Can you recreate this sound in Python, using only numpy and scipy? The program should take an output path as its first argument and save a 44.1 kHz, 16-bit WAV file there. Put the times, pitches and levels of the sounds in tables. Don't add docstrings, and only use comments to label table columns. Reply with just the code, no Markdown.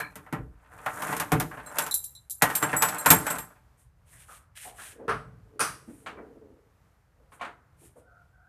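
import sys
import numpy as np
from scipy import signal
from scipy.fft import rfft, irfft
from scipy.io import wavfile

SR = 44100
rng = np.random.default_rng(int(sys.argv[2]) if len(sys.argv) > 2 else 0)


def dump(signal):
    limited = np.clip(np.atleast_2d(signal).T, -1, 1)
    pcm = np.round(limited * 32767).astype(np.int16)
    wavfile.write(sys.argv[1], SR, pcm)


N = 373968
TIME = np.arange(N) / SR
AGE = np.arange(3 * SR // 4) / SR


def undb(db):
    return 10 ** (np.asarray(db) / 20)


def unit(x):
    return x / np.sqrt(np.mean(x ** 2))


def add(out, time_s, x):
    start = max(int(time_s * SR), 0)
    out[start:start + len(x)] += x[:N - start]


def fade(t60_s):
    return np.exp(-np.log(1000) * AGE / max(t60_s, .002))


def swell(time_s, rise_s, hold_s, fall_s):
    before = (time_s - TIME) / max(rise_s, .005)
    after = (TIME - time_s - hold_s) / max(fall_s, .005)
    return undb(-30 * np.clip(np.maximum(before, after), 0, 6))


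def wander(rate_hz):
    knots_s = np.arange(0, N / SR + 1, 1 / rate_hz)
    return np.interp(TIME, knots_s, rng.standard_normal(len(knots_s)))


def colour(x, spectrum, lo_hz=10, hi_hz=SR):
    hz = np.fft.rfftfreq(len(x), 1 / SR) + 1
    points_hz, points_db = np.transpose(spectrum)
    gain = undb(np.interp(np.log(hz), np.log(points_hz), points_db))
    edge_loss = np.sqrt((1 + (lo_hz / hz) ** 8) * (1 + (hz / hi_hz) ** 8))
    return unit(irfft(rfft(x) * gain / edge_loss, len(x)))


def grains(per_s, spread_db):
    slips = (rng.random(N) < per_s / SR) * rng.standard_normal(N)
    return slips * undb(spread_db * np.minimum(rng.exponential(size=N), 4))


def ring(modes, tilt_db_oct=0, flutter=.71, flutter_hz=40):
    modes_hz, modes_db, t60s = np.transpose(modes)
    gains = undb(modes_db + tilt_db_oct * np.log2(modes_hz / modes_hz[0]))
    out = np.zeros(len(AGE))
    for hz, gain, t60_s in zip(modes_hz, gains / np.linalg.norm(gains), t60s):
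        age = AGE[AGE < t60_s]
        sway, drift = (flutter * np.interp(age * flutter_hz, np.arange(256), knots)
                       for knots in rng.standard_normal((2, 256)))
        envelope = gain * fade(t60_s)[:len(age)] * (rng.choice([-1, 1]) + sway)
        out[:len(age)] += envelope * np.sin(2 * np.pi * hz * age + drift)
    return out * np.sqrt(2 / (1 + flutter ** 2))


def random_ring(lo_hz, hi_hz, t60_s, count):
    pitch, loss = rng.random((2, count))
    return ring(np.column_stack([lo_hz + (hi_hz - lo_hz) * pitch, -12 * loss, np.full(count, t60_s)]))


def burst(spectrum, lo_hz, hi_hz, t60_s, rise_s, room_db, room_t60_s, snap=0):
    decay = np.hypot(fade(t60_s), undb(room_db) * fade(room_t60_s)) + snap * fade(.004)
    attack = 1 - np.exp(-AGE / rise_s)
    return colour(rng.standard_normal(len(AGE)), spectrum, lo_hz, hi_hz) * decay * attack


def heft(weight, light_db=-15, heavy_db=12):
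    return undb(light_db + weight * (heavy_db - light_db))


def wall_echo(x, delay_s, gain):
    dull = signal.filtfilt(*signal.butter(2, 1300, fs=SR), x)
    return x + gain * np.interp(TIME - delay_s, TIME, dull, left=0)


# (frequency [Hz], level [dB])
YARD_SPECTRUM = [(20, -22), (50, -1), (135, -5), (215, -19), (550, -20.5), (1000, -21), (1700, -25),
                 (3300, -37), (14000, -41.5)]

def yard():
    air = colour(rng.standard_normal(N), YARD_SPECTRUM) * undb(2.1 * wander(5.1))
    gusts = undb(4.2 * wander(20) + 2.5 * wander(4) - 1)
    rumble = colour(rng.standard_normal(N), YARD_SPECTRUM, 36, 180)
    return undb(-64.5) * air + undb(-65.5) * gusts * rumble


# (time [s], hold [s], pitch [Hz], level [dB])
CALL_NOTES = [(8.08, 0.096, 711, -59), (8.37, .12, 745, -62)]

def far_call(sag_hz_per_s=60):
    call = np.zeros(N)
    for time_s, hold_s, hz, db in CALL_NOTES:
        pitch_hz = (hz - sag_hz_per_s * (TIME - time_s)) * (1 + .052 * wander(300))
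        phase = 2 * np.pi * np.cumsum(pitch_hz) / SR
        tone = unit(np.sin(2 * phase) + undb(-8.5) * np.sin(phase))
        call += undb(db) * swell(time_s, rise_s=.13, hold_s=hold_s, fall_s=.156) * tone
    reflections = rng.standard_normal(len(AGE)) * fade(.21)
    return signal.fftconvolve(call, reflections / np.linalg.norm(reflections))[:N]


# (time [s], centre [Hz], level [dB])
SOFT_BUMPS = [(4.126, 1930, -51), (4.282, 1290, -40.5), (4.647, 740, -36.5), (4.781, 1640, -36),
              (4.991, 523, -35), (5.875, 295, -34.5), (7.188, 521, -54.5), (7.81, 370, -47),
              (7.955, 516, -44)]

def bumps():
    out = np.zeros(N)
    for time_s, hz, db in SOFT_BUMPS:
        hump = [(hz / 4, -16), (hz * .75, -9), (hz, 0), (hz * 1.36, -13), (hz * 4, -34)]
        bump = burst(hump, 62, 2060, t60_s=.2, rise_s=.02, room_db=-11.5, room_t60_s=.6)
        add(out, time_s, undb(db) * bump)
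    return out


# (frequency [Hz], level [dB])
SOLE_SPECTRUM = [(500, -18), (1000, -22.5), (1700, -8), (3000, -10), (4700, -17), (6300, -7), (9000, 5.5),
                 (14000, -7.5)]
# (time [s], length [s], level [dB])
SCUFF_STROKES = [(3.757, 0.072, -62), (4.045, 0.15, -56), (4.169, 0.066, -54), (4.252, .13, -52.5),
                 (4.546, 0.039, -43.5), (4.57, 0.12, -45.5), (4.726, 0.2, -48), (5.8, 0.29, -63),
                 (7.303, 0.054, -57.5), (7.76, 0.13, -58), (7.946, 0.051, -64)]

def scuffing(firm_db=-43, linger_s=.029):
    rasp = colour(grains(4000, spread_db=-6), SOLE_SPECTRUM, 577, 4600) * undb(2 * wander(40))
    hiss = colour(rng.standard_normal(N), SOLE_SPECTRUM, 3980, 21000) * undb(wander(60))
    strokes = np.zeros((2, N))
    for time_s, length_s, db in SCUFF_STROKES:
        stroke = undb(db) * np.sin(np.pi * np.clip(AGE / length_s, 0, 1))
        rasp_db = .5 * min(db - firm_db, -2)
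        add(strokes[0], time_s, undb(rasp_db) * stroke)
        add(strokes[1], time_s, stroke)
    pole = np.exp(-1 / (linger_s * SR))
    rasp_gain, hiss_gain = signal.lfilter([1 - pole], [1, -pole], strokes + 1e-12)
    return rasp_gain * rasp + hiss_gain * hiss


# (frequency [Hz], level [dB])
HINGE_SPECTRUM = [(170, -6.5), (280, 3), (440, 9.5), (560, -5), (950, -20.5), (2200, -34.5)]
ROD_SPECTRUM = [(35, -49), (60, -34), (982, -1), (1080, -4.5), (1360, 1), (4510, -31), (5180, -38),
                (8620, -36.5), (13700, -51), (15000, -62)]
# (frequency [Hz], level [dB], t60 [s])
PROP_MODES = [(710, 11, 0.32), (985, -5, 0.64), (1075, 14.5, 0.14), (1348, -15, 0.22), (2296, 7.5, 0.12)]
# (peak time [s], level [dB], rise [s], hold [s], fall [s])
BONNET_MOVES = [(5.0, -46.5, 0.12, .06, 0.28), (5.567, -54, 0.23, .02, .7), (6.182, -51, .3, 0.3, 0.29)]
# (time [s], level [dB], tick re knock [dB], weight [0-1])
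PROP_KNOCKS = [(6.061, -35, -4, .2), (6.172, -45.5, -35, 0.76), (7.32, -51, -8.5, 0.27),
               (7.395, -48.5, -7.5, 0), (7.411, -30.5, -9.5, 0.02), (7.446, -39.5, -6, 0.22)]

def lifting():
    effort = sum(undb(db) * swell(time_s, *shape_s) for time_s, db, *shape_s in BONNET_MOVES)
    out = effort * colour(grains(670, spread_db=-2), HINGE_SPECTRUM, 147, 1950)
    for time_s, db, tick_db, weight in PROP_KNOCKS:
        thud = burst(ROD_SPECTRUM, 77, 400, t60_s=.36, rise_s=.0074, room_db=-18, room_t60_s=1)
        knock = burst(ROD_SPECTRUM, 470, 2400, t60_s=.25, rise_s=.0078, room_db=-25, room_t60_s=.9)
        knock += .52 * ring(PROP_MODES)
        tick = burst(ROD_SPECTRUM, 2450, 16000, t60_s=.22, rise_s=.0024, room_db=-32, room_t60_s=.45)
        add(out, time_s, undb(db) * (knock + heft(weight) * thud + undb(tick_db) * tick))
    return out


# (frequency [Hz], level [dB])
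PANEL_SPECTRUM = [(40, -20), (130, 11), (250, -7), (440, -12.5), (620, -8.5), (900, -7), (1250, 1.5),
                  (1550, -3.5), (2000, -13), (3500, -23), (5800, -16.5), (7300, -22.5), (9800, -13.5),
                  (14000, -31.5)]
# (frequency [Hz], level [dB], t60 [s])
BONNET_MODES = [(53.4, -8, 1), (103, -11, 0.88), (131, -3, 0.3), (304, -20, 0.39), (405, 5, 0.23),
                (454, 8.5, 0.24), (440, -5.5, 0.54)]
LATCH_MODES = [(1243, -18, 0.41), (1335, -7.5, 0.27), (1427, -16, 0.11), (1510, -23.5, 0.52)]
LATCH_SPRING_MODES = [(2510, -6, 0.26), (4740, -12, 0.35), (5986, -12, 0.3), (8000, -9, 0.42),
                      (8732, -4, 0.28), (9600, -2, 0.19)]
# (time [s], level [dB], crack re clank [dB], weight [0-1])
BONNET_CLUNKS = [(5.081, -26.5, -28.5, 0.57), (5.091, -25, -23.5, 0.1), (5.594, -29, -4, 0),
                 (5.603, -24, -2.5, 0), (5.648, -36, -8, 0)]

def bonnet():
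    out = np.zeros(N)
    for time_s, db, crack_db, weight in BONNET_CLUNKS:
        panel = ring(BONNET_MODES, flutter=.28)
        thud = burst(PANEL_SPECTRUM, 42, 590, t60_s=.24, rise_s=.022, room_db=-1.5, room_t60_s=.83)
        boom = .9 * panel + .43 * thud
        clank = burst(PANEL_SPECTRUM, 277, 3440, t60_s=.29, rise_s=.003, room_db=-26.5, room_t60_s=.77)
        clank += .5 * ring(LATCH_MODES, flutter=.92)
        crack = burst(PANEL_SPECTRUM, 2120, 16000, t60_s=.29, rise_s=.0023,
                      room_db=-10.5, room_t60_s=.47)
        crack += undb(-4) * ring(LATCH_SPRING_MODES)
        add(out, time_s, undb(db) * (clank + heft(weight) * boom + undb(crack_db) * crack))
    return out


# (frequency [Hz], level [dB])
WOOD_SPECTRUM = [(21, -44), (35, -16), (145, -1), (528, -6), (899, -1.5), (1220, -3), (1380, -0.5),
                 (4670, -26.5), (7560, -22), (11600, -20), (12600, -18), (13900, -23.5), (15000, -45.5)]
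# (frequency [Hz], level [dB], t60 [s])
WOOD_MODES = [(767, -3, 0.39), (890, 1.5, 0.29), (1020, -3.5, .2), (1343, -2.5, 0.35), (1610, -1.5, 0.23)]

def board_knock(hardness_db):
    knock = burst(WOOD_SPECTRUM, 480, 2700, t60_s=.21, rise_s=.0006, room_db=-29, room_t60_s=.3)
    clack = burst(WOOD_SPECTRUM, 2300, 4300, t60_s=.14, rise_s=.0006, room_db=-27, room_t60_s=.3)
    boards = ring(WOOD_MODES, flutter=.33)
    spot = random_ring(700, 2000, t60_s=.2, count=6)
    return .85 * knock + .12 * boards + .42 * spot + undb(-7 + .5 * hardness_db) * clack


# (frequency [Hz], level [dB])
SCRAPE_SPECTRUM = [(110, -13.5), (160, -0.5), (370, -2.5), (800, 2.5), (1500, 4), (2800, -17.5),
                   (5100, -27.5), (9000, -20.5), (14000, -26.5)]
# (peak time [s], level [dB], rise [s], hold [s], fall [s], grit re body [dB])
TOOL_SLIDES = [(0, -59, .05, 0.24, .3, -13), (0.716, -64, 0.13, 0.3, 0.38, -29),
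               (0.954, -37.5, 0.34, 0.21, .38, -7), (1.546, -45.5, 0.045, 0.017, .3, -15.5),
               (1.778, -37.5, 0.23, 0.048, 0.15, -7), (2.497, -38.5, 0.085, 0.85, 0.24, -7.5)]

def sliding(jolts_per_s=7.6, jolt_db=3):
    push, grit_gain = np.zeros((2, N))
    for time_s, db, rise_s, hold_s, fall_s, grit_db in TOOL_SLIDES:
        speed = swell(time_s, rise_s, hold_s, fall_s)
        push += undb(db) * speed
        grit_gain += undb(db + grit_db) * speed ** 1.22
    fits = undb(3.2 * wander(50) - 1.4)
    body = colour(grains(3000, spread_db=1.8), SCRAPE_SPECTRUM, 120, 3800)
    grit = colour(grains(4000, spread_db=2.5), SCRAPE_SPECTRUM, 6000, 16000)
    crunch = undb(-11.5) * colour(grains(500, spread_db=1.5), SCRAPE_SPECTRUM, 2500, 5500)
    catches = push * (rng.random(N) < jolts_per_s / SR)
    jolts = signal.fftconvolve(catches, board_knock(hardness_db=-4.5))[:N]
    return fits * (push * body + grit_gain * (grit + crunch)) + undb(jolt_db) * jolts


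# (frequency [Hz], level [dB], t60 [s])
FRAME_MODES = [(57.5, -9, 0.57), (118, 3, 0.12), (152, -2.5, 0.22), (203.4, -8, .25), (300.7, 0, 0.11),
               (453, 2.5, 0.1)]
BENCH_BLOWS = [(0.001, -33.5, -6.5, .3, "bracket"), (0.156, -44.5, 1.5, 0.66, None),
               (0.264, -46.5, -22, 0.2, None), (0.326, -29.5, -14.5, 0.73, None),
               (0.861, -24, -18, 0, None), (1.02, -32, -4.5, 0, None), (1.09, -32.5, -16, 0.58, None),
               (1.127, -27, -10, 0.41, None), (1.166, -37.5, 3.5, 0.63, None), (1.199, -26, -1, 0.33, None),
               (1.319, -20.5, -6.5, 0.84, None), (1.399, -28, 1.5, 0.2, None),
               (1.512, -39, -22, 0.13, None), (1.572, -38.5, -22.5, 0.5, None),
               (1.785, -26.5, 4, 0.03, None), (1.864, -34.5, -1, 0.1, None), (2.421, -14.5, -2, 0.2, None),
               (2.5, -28, -9.5, 0.2, None), (2.552, -38.5, 15, 0.2, "spanner"),
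               (2.626, -20, -10, 0.32, "spanner"), (2.73, -22, -20.5, 0.4, None),
               (2.822, -18.5, .5, 0.08, "small spanner"), (2.886, -33.5, 4, 0.24, None),
               (3.06, -15.5, -5, .22, "spanner"), (3.103, -16, 3.5, 0.47, "spanner"),
               (3.113, -16.5, -2, 0.47, None), (3.266, -25, -5.5, 0, "small spanner"),
               (3.303, -30, -1.5, 0.41, "spanner"), (3.384, -38.5, 2, 0.5, "spanner")]

def bench(heavy_weight=.7, rebound_s=.049):
    out = np.zeros(N)
    for time_s, db, hardness_db, weight, _ in BENCH_BLOWS:
        frame = ring(FRAME_MODES)
        rumble = burst(WOOD_SPECTRUM, 45, 420, t60_s=.4, rise_s=.0036, room_db=-8.5, room_t60_s=.41)
        thud = .44 * (frame + rumble)
        knock = board_knock(hardness_db)
        crack = burst(WOOD_SPECTRUM, 3800, 23000, t60_s=.105, rise_s=.00053,
                      room_db=-21, room_t60_s=.53, snap=2.8)
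        add(out, time_s, undb(db) * (knock + heft(weight) * thud + undb(hardness_db) * crack))
        add(out, time_s - .007, undb(db - 24) * knock)
        rock = ring(FRAME_MODES, tilt_db_oct=-6.5, flutter=.84) * (1 - np.exp(-AGE / .008))
        if weight > heavy_weight:
            add(out, time_s + rebound_s, undb(-27) * rock)
            add(out, time_s + 2 * rebound_s, undb(-39) * rock)
    return out


# (frequency [Hz], level [dB], t60 [s])
SPANNER_MODES = [(4090, -15.5, 0.13), (7520, 1, 0.2), (8215, -0.5, .23), (11000, -4, .22),
                 (11800, -21.5, .16), (12678, 1, 0.21), (13560, -2.5, .15)]
SMALL_SPANNER_MODES = [(7240, -15, .16), (7788, 0, .36), (9518, -9, .22), (9980, -7, .2), (12302, -4, .28)]
PLIERS_MODES = [(3700, -7.5, 0.17), (3990, 2.5, 0.19), (5610, -9, 0.13), (7500, 13, 0.24), (9560, -13, .14),
                (9900, 15, 0.19), (12370, 8.5, .28)]
BRACKET_MODES = [(1300, -10, 0.2), (1710, 4, 0.23), (2340, 0, 0.27), (4150, -4.5, 0.25)]
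TOOL_VOICES = {"spanner": (0.77, 128.5, 1.5, -9, -7), "small spanner": (.25, 109.5, -3.5, -12.5, -13),
               "pliers": (1.1, 240, 0, -2, -9.5), "bracket": (1.5, 226, 9.5, 0, -22)}

def tool_ring(tool, tilt_db_oct):
    modes = {"spanner": SPANNER_MODES, "small spanner": SMALL_SPANNER_MODES,
             "pliers": PLIERS_MODES, "bracket": BRACKET_MODES}[tool]
    flutter, flutter_hz, _, _, jingle_db = TOOL_VOICES[tool]
    steel = ring(modes, tilt_db_oct, flutter, flutter_hz)
    jingle = undb(jingle_db) * random_ring(6800, 14000, t60_s=.14, count=9)
    return (steel + jingle) * (1 - np.exp(-AGE / .0015))


# (frequency [Hz], level [dB])
STEEL_SPECTRUM = [(3000, -25), (3950, -12), (4760, -15), (7200, -5), (9800, 1.5), (12500, 0), (14600, -14)]
# (time [s], level [dB], tilt [dB/octave], tool)
TOOL_CLINKS = [(1.662, -41.5, -15, "spanner"), (1.821, -35.5, -2, "pliers"), (1.911, -26, -19, "pliers"),
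               (1.942, -23.5, 7, "pliers"), (2.041, -35.5, 1, "pliers"), (2.151, -45, -21, "pliers"),
               (2.298, -38, 3.5, "pliers"), (2.307, -34, 12, "pliers"), (2.765, -22.5, -3, "small spanner"),
               (2.983, -30.5, -6.5, "spanner")]

def tools():
    out = np.zeros(N)
    for time_s, db, hardness_db, _, tool in BENCH_BLOWS:
        if tool:
            ring_db = db + hardness_db + TOOL_VOICES[tool][2]
            add(out, time_s, undb(ring_db) * tool_ring(tool, tilt_db_oct=.7 * min(hardness_db, 6)))
    for time_s, db, tilt_db_oct, tool in TOOL_CLINKS:
        clink = burst(STEEL_SPECTRUM, 2660, 16100, t60_s=.12, rise_s=.000095,
                      room_db=-20, room_t60_s=.55, snap=2.9)
        clink_db = TOOL_VOICES[tool][3] + .29 * tilt_db_oct
        add(out, time_s, undb(db) * (tool_ring(tool, tilt_db_oct) + undb(clink_db) * clink))
    return out


def scene():
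    boards = wall_echo(bench() + sliding(), delay_s=.00669, gain=.48)
    return (boards + tools() + scuffing() + bumps() + bonnet() + lifting() + far_call() + yard())[None]


def record(dry, bass_hz=38, notch_hz=371, top_hz=14350):
    thinned = signal.sosfilt(signal.butter(4, bass_hz, "high", fs=SR, output="sos"), dry)
    notched = signal.lfilter(*signal.iirnotch(notch_hz, Q=8, fs=SR), thinned)
    clipped = np.clip(notched, -.85, .85)
    return signal.sosfilt(signal.ellip(10, .2, 70, top_hz, fs=SR, output="sos"), clipped)


dry = scene()
out = record(dry)
dump(out)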